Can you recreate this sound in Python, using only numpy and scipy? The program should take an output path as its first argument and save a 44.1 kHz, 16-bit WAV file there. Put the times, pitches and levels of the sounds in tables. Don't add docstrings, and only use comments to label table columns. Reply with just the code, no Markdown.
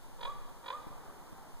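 import sys
import numpy as np
from scipy import signal
from scipy.fft import rfft, irfft, next_fast_len
from scipy.io import wavfile
from scipy.ndimage import map_coordinates

SR = 44100
rng = np.random.default_rng(int(sys.argv[2]) if len(sys.argv) > 2 else 0)


def to_wav(s):
    ch = np.atleast_2d(s).T
    pcm = np.round(np.clip(ch, -1, 1) * 32767)
    wavfile.write(sys.argv[1], SR, pcm.astype(np.int16))


N = 70560

# start in seconds, rattle level in dB, rattle and note pitch in Hz, middle of the slide and its
# easing time in seconds, note level in dB, note fade-in and time until it dies away in seconds.
CROAK_CALLS = [(0.186, -41.5, 476.2, 572, 0.0806, 0.0049, -43.5, 0.014, 0.057),
               (0.6381, -41, 475.9, 605.6, 0.084, 0.0094, -38.5, 0.039, 0.041)]
def raven():
    out = np.zeros((2, N))
    for row in CROAK_CALLS:
        bird = croak(*row)
        out += from_the_fir(bird) + branches(bird) + forest_edge(bird)
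    return out


def croak(start, rattle_db, low_hz, high_hz, slide_at, slide_s, note_db, attack_s, hold_s):
    t = np.arange(N) / SR - start
    slide = (1 + np.tanh((t - slide_at) / slide_s / 2)) / 2
    pitch_hz = low_hz + (high_hz - low_hz) * slide
    return amp(rattle_db) * rattle(t, pitch_hz) + amp(note_db) * note(t, pitch_hz, attack_s, hold_s)


# seconds into the croak, then burst level, treble boost and hollow tone level in relative dB.
RATTLE_BURSTS = [(0.001, -11.5, -10, -14), (0.021, -4, -1, -9), (0.041, -0.5, 1, -8.5),
                 (0.0628, 3.5, -4, -4), (0.0865, -9, -3.5, -7)]
def rattle(t, pitch_hz):
    return sum(amp(db) * burst(t - start, pitch_hz, treble_db) + amp(hollow_db) * hollow(t - start)
               for start, db, treble_db, hollow_db in RATTLE_BURSTS)


# frequency in Hz, relative level in dB.
THROAT_COLOUR = [(250, -44.5), (410, -30.5), (510, -10), (700, -9), (950, 5.5), (1250, -4.5), (1500, -10.5),
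                 (1720, -2), (1950, -14), (2400, -4), (2900, -11.5), (3350, -1.5), (3800, -4.5),
                 (4200, -15.5), (4900, -17.5), (5600, -30), (8000, -31.5), (15000, -92)]
def burst(t, pitch_hz, treble_db, length_s=0.0083, attack_s=0.00183, jitter=0.022, rasp=0.28):
    sounding = (t > 0) * (t < 3 * length_s)
    cycles = np.cumsum(pitch_hz * (1 + jitter * wobble(400)) * sounding) / SR
    pulses = np.sqrt((1 - rasp) * SR / pitch_hz) * voice_pulses(cycles)
    puffs = (1 + np.cos(2 * np.pi * (cycles - 0.5))) ** 2 / 2
    air = np.sqrt(rasp) * puffs * rng.standard_normal(N)
    swell = envelope(t, attack_s, length_s, fall_db_per_s=3200)
    voice = resonate(swell * (pulses + air), THROAT_COLOUR)
    voice /= np.sqrt(np.sum(voice ** 2) / (length_s * SR))
    low = filtered(voice, lambda hz: 1 / (1 + (hz / 2160) ** 6))
    flare_db = 2 * np.exp(-((t - 0.0076) / 0.0032) ** 2)
    return low + (voice - low) * amp(treble_db + flare_db)


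def voice_pulses(cycles, scatter_db=0.83):
    centres = np.interp(np.arange(int(cycles[-1])) + 0.5, cycles, np.arange(N))
    taps = centres.astype(int)[:, None] + np.arange(-7, 9)
    offset = taps - centres[:, None]
    sizes = amp(scatter_db * rng.standard_normal(N)[:len(centres), None])
    clicks = sizes * np.sinc(offset) * np.sinc(offset / 8)
    return np.bincount(np.clip(taps, 0, N - 1).ravel(), clicks.ravel(), N)


def hollow(t, ring_hz=508, peak_s=0.006):
    age = np.maximum(t, 0) / peak_s
    return np.sin(2 * np.pi * ring_hz * t) * (age * np.exp(1 - age)) ** 2


# multiple of the pitch, relative level in dB.
NOTE_HARMONICS = [(1, -8), (2, -1), (3, -22.5), (4, -26), (5, -24), (6, -28), (7, -29)]
def note(t, pitch_hz, attack_s, hold_s, start_s=0.069, jitter=0.02115):
    phase = 2 * np.pi * np.cumsum(pitch_hz * (1 + jitter * wobble(250))) / SR
    age = np.maximum(t - start_s, 0)
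    fade = amp(-170 * age)
    tone = sum(amp(db) * np.sin(k * phase) * (1 if k == 2 else fade) for k, db in NOTE_HARMONICS)
    swell = envelope(age, attack_s, hold_s, fall_db_per_s=329)
    flutter = 1 - 0.4 * np.sin(np.pi * (t - 0.0068) / 0.0214) ** 2
    return np.sqrt(2) * tone * swell * flutter


# delay in seconds, relative level in dB.
BOUNCES = [(0.009, -13), (0.069, -19.5)]
# frequency in Hz, phase shift of side against mid in radians.
SIDE_PHASE = [(550, 2.45), (900, 4.1), (1900, 4.3), (2450, 2.3), (2750, 0.38), (3050, 1), (3400, 1.9),
              (3900, 1.8), (4400, 4), (5500, 5.1)]
def from_the_fir(bird):
    mid = bird + sum(amp(db) * np.pad(bird, (round(delay * SR), 0))[:N] for delay, db in BOUNCES)
    side = amp(-4.5) * filtered(mid, lambda hz: np.exp(1j * along(SIDE_PHASE, hz)))
    return np.array([mid, side])


# frequency in Hz, seconds to fade by 60 dB.
BRANCH_DECAY = [(500, 0.24), (1100, 0.14), (3500, 0.31), (8000, 0.18)]
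# frequency in Hz, relative level in dB.
BRANCH_TONE = [(500, -3), (1100, -2), (2000, 3), (3500, -7.5), (8000, 5)]
def branches(bird):
    return amp(-7) * echo(bird, BRANCH_DECAY, BRANCH_TONE, build_s=0.0059)


# frequency in Hz, seconds to fade by 60 dB.
FOREST_DECAY = [(500, 0.67), (1100, 1.21), (3500, 0.86), (8000, 0.26)]
# frequency in Hz, relative level in dB.
FOREST_TONE = [(500, 0), (1100, -2), (2000, 0), (3500, -7.5), (8000, 13.5)]
def forest_edge(bird):
    return amp(-7) * echo(bird, FOREST_DECAY, FOREST_TONE, build_s=0.08)


def echo(sound, decay, colour, build_s):
    hz, t, spectrum = signal.stft(rng.standard_normal((2, N)), SR, nperseg=256)
    shape = amp(-60 * t / along(decay, hz)[:, None]) * (1 - np.exp(-t / build_s))
    shape /= np.sqrt(np.mean(shape ** 2, axis=1, keepdims=True) * N)
    tail = signal.istft(spectrum * shape * amp(along(colour, hz))[:, None], SR, nperseg=256)[1]
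    return signal.fftconvolve(sound[None], tail, axes=1)[:, :N] * mid_side(0, -4)


# time in seconds, level in dB.
TRAFFIC_SWELL = [(0, -60), (0.4, -57.5), (0.8, -57), (1.25, -55), (1.6, -58.5)]
# frequency in Hz, relative level in dB.
TYRE_COLOUR = [(40, -10), (150, -6), (300, -4.5), (600, -4), (900, -0.5), (1200, -8), (1600, -13.5),
               (2200, -21), (3200, -29), (6000, -50)]
def traffic():
    level_db = curve(TRAFFIC_SWELL, np.arange(N) / SR) + 0.5 * wobble(7.4)
    return amp(level_db) * noise(TYRE_COLOUR) * mid_side(0, -4.5)


# time in seconds, level in dB.
RUMBLE_SWELL = [(0, -51), (0.17, -46.5), (0.25, -43), (0.4, -47.5), (0.5, -51), (0.75, -56), (0.9, -48),
                (1.2, -52.5), (1.6, -51)]
# time of the peak in seconds, level in dB.
HAND_BUMPS = [(0.519, -55.5), (0.87, -43.5), (0.906, -51), (1.293, -50), (1.328, -46.5)]
# frequency in Hz, relative level in dB.
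RUMBLE_TONE = [(4, -2), (13, 4), (25, -8.5), (45, -20), (80, -16), (125, -21), (200, -26.5), (500, -37),
               (2000, -86)]
BUMP_TONE = [(30, -1), (150, -4.5), (300, 1), (500, -32), (1500, -39)]
def handling(rise_s=0.004):
    t = np.arange(N) / SR
    rumble = amp(curve(RUMBLE_SWELL, t)) * noise(RUMBLE_TONE) * mid_side(-21, 0)
    bumps = np.zeros(N)
    for peak_at, db in HAND_BUMPS:
        age = np.maximum((t - peak_at) / rise_s + 1, 0)
        bumps += amp(db) * age * np.exp(1 - age)
    return rumble + bumps * noise(BUMP_TONE) * mid_side(-9, 0)


# frequency in Hz, relative level in dB.
HISS_COLOUR = [(500, 0.7), (3000, 3), (4500, 1.2), (7500, 0.04), (9000, 1.8), (11000, -2), (15000, -2.1)]
def hiss():
    return amp(-62) * noise(HISS_COLOUR) / np.sqrt(2)


def amp(db):
    return 10 ** (np.asarray(db) / 20)


def mid_side(mid_db, side_db):
    return amp([[mid_db], [side_db]])


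def envelope(t, attack_s, hold_s, fall_db_per_s):
    return np.clip(t / attack_s, 0, 1) * amp(-fall_db_per_s * np.maximum(t - hold_s, 0))


def along(points, hz):
    table_hz, values = np.transpose(points)
    return np.interp(np.log(hz + 1), np.log(table_hz + 1), values)


def curve(points, t):
    return np.interp(t, *np.transpose(points))


def wobble(rate):
    values = rng.standard_normal(int(N * rate / SR) + 4)
    return map_coordinates(values, [np.arange(N) * rate / SR])


def filtered(sound, response):
    size = next_fast_len(N + SR // 2)
    return irfft(rfft(sound, size) * response(np.fft.rfftfreq(size, 1 / SR)), size)[..., :N]


def resonate(sound, colour, size=4096):
    cepstrum = irfft(np.log(amp(along(colour, np.fft.rfftfreq(size, 1 / SR)))))
    cepstrum[1:size // 2] *= 2
    cepstrum[size // 2 + 1:] = 0
    ring = irfft(np.exp(rfft(cepstrum)))
    return signal.fftconvolve(sound, ring)[:N]


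def noise(colour):
    shaped = filtered(rng.standard_normal((2, N)), lambda hz: amp(along(colour, hz)))
    return shaped / np.sqrt(np.mean(shaped ** 2) + 1e-20)


def scene():
    mid, side = raven() + traffic() + hiss() + handling()
    return np.array([mid + side, mid - side])


# frequency in Hz, depth from 0 to 1.
WIDENING_DEPTH = [(450, 0.052), (1250, 0.94), (2300, 1), (2700, 1), (4000, 0.43), (5400, 0.79),
                  (7000, 0.63), (9000, 0.52), (14000, 0.008)]
def record(dry, repeat_hz=2686, top_hz=15500):
    alike = lambda hz: -along(WIDENING_DEPTH, hz) * np.cos(2 * np.pi * hz / repeat_hz)
    mid = filtered((dry[0] + dry[1]) / 2, lambda hz: np.sqrt(1 + alike(hz)))
    side = filtered((dry[0] - dry[1]) / 2, lambda hz: np.sqrt(1 - alike(hz)))
    return filtered(np.array([mid + side, mid - side]), lambda hz: hz < top_hz)


dry = scene()
out = record(dry)
to_wav(out)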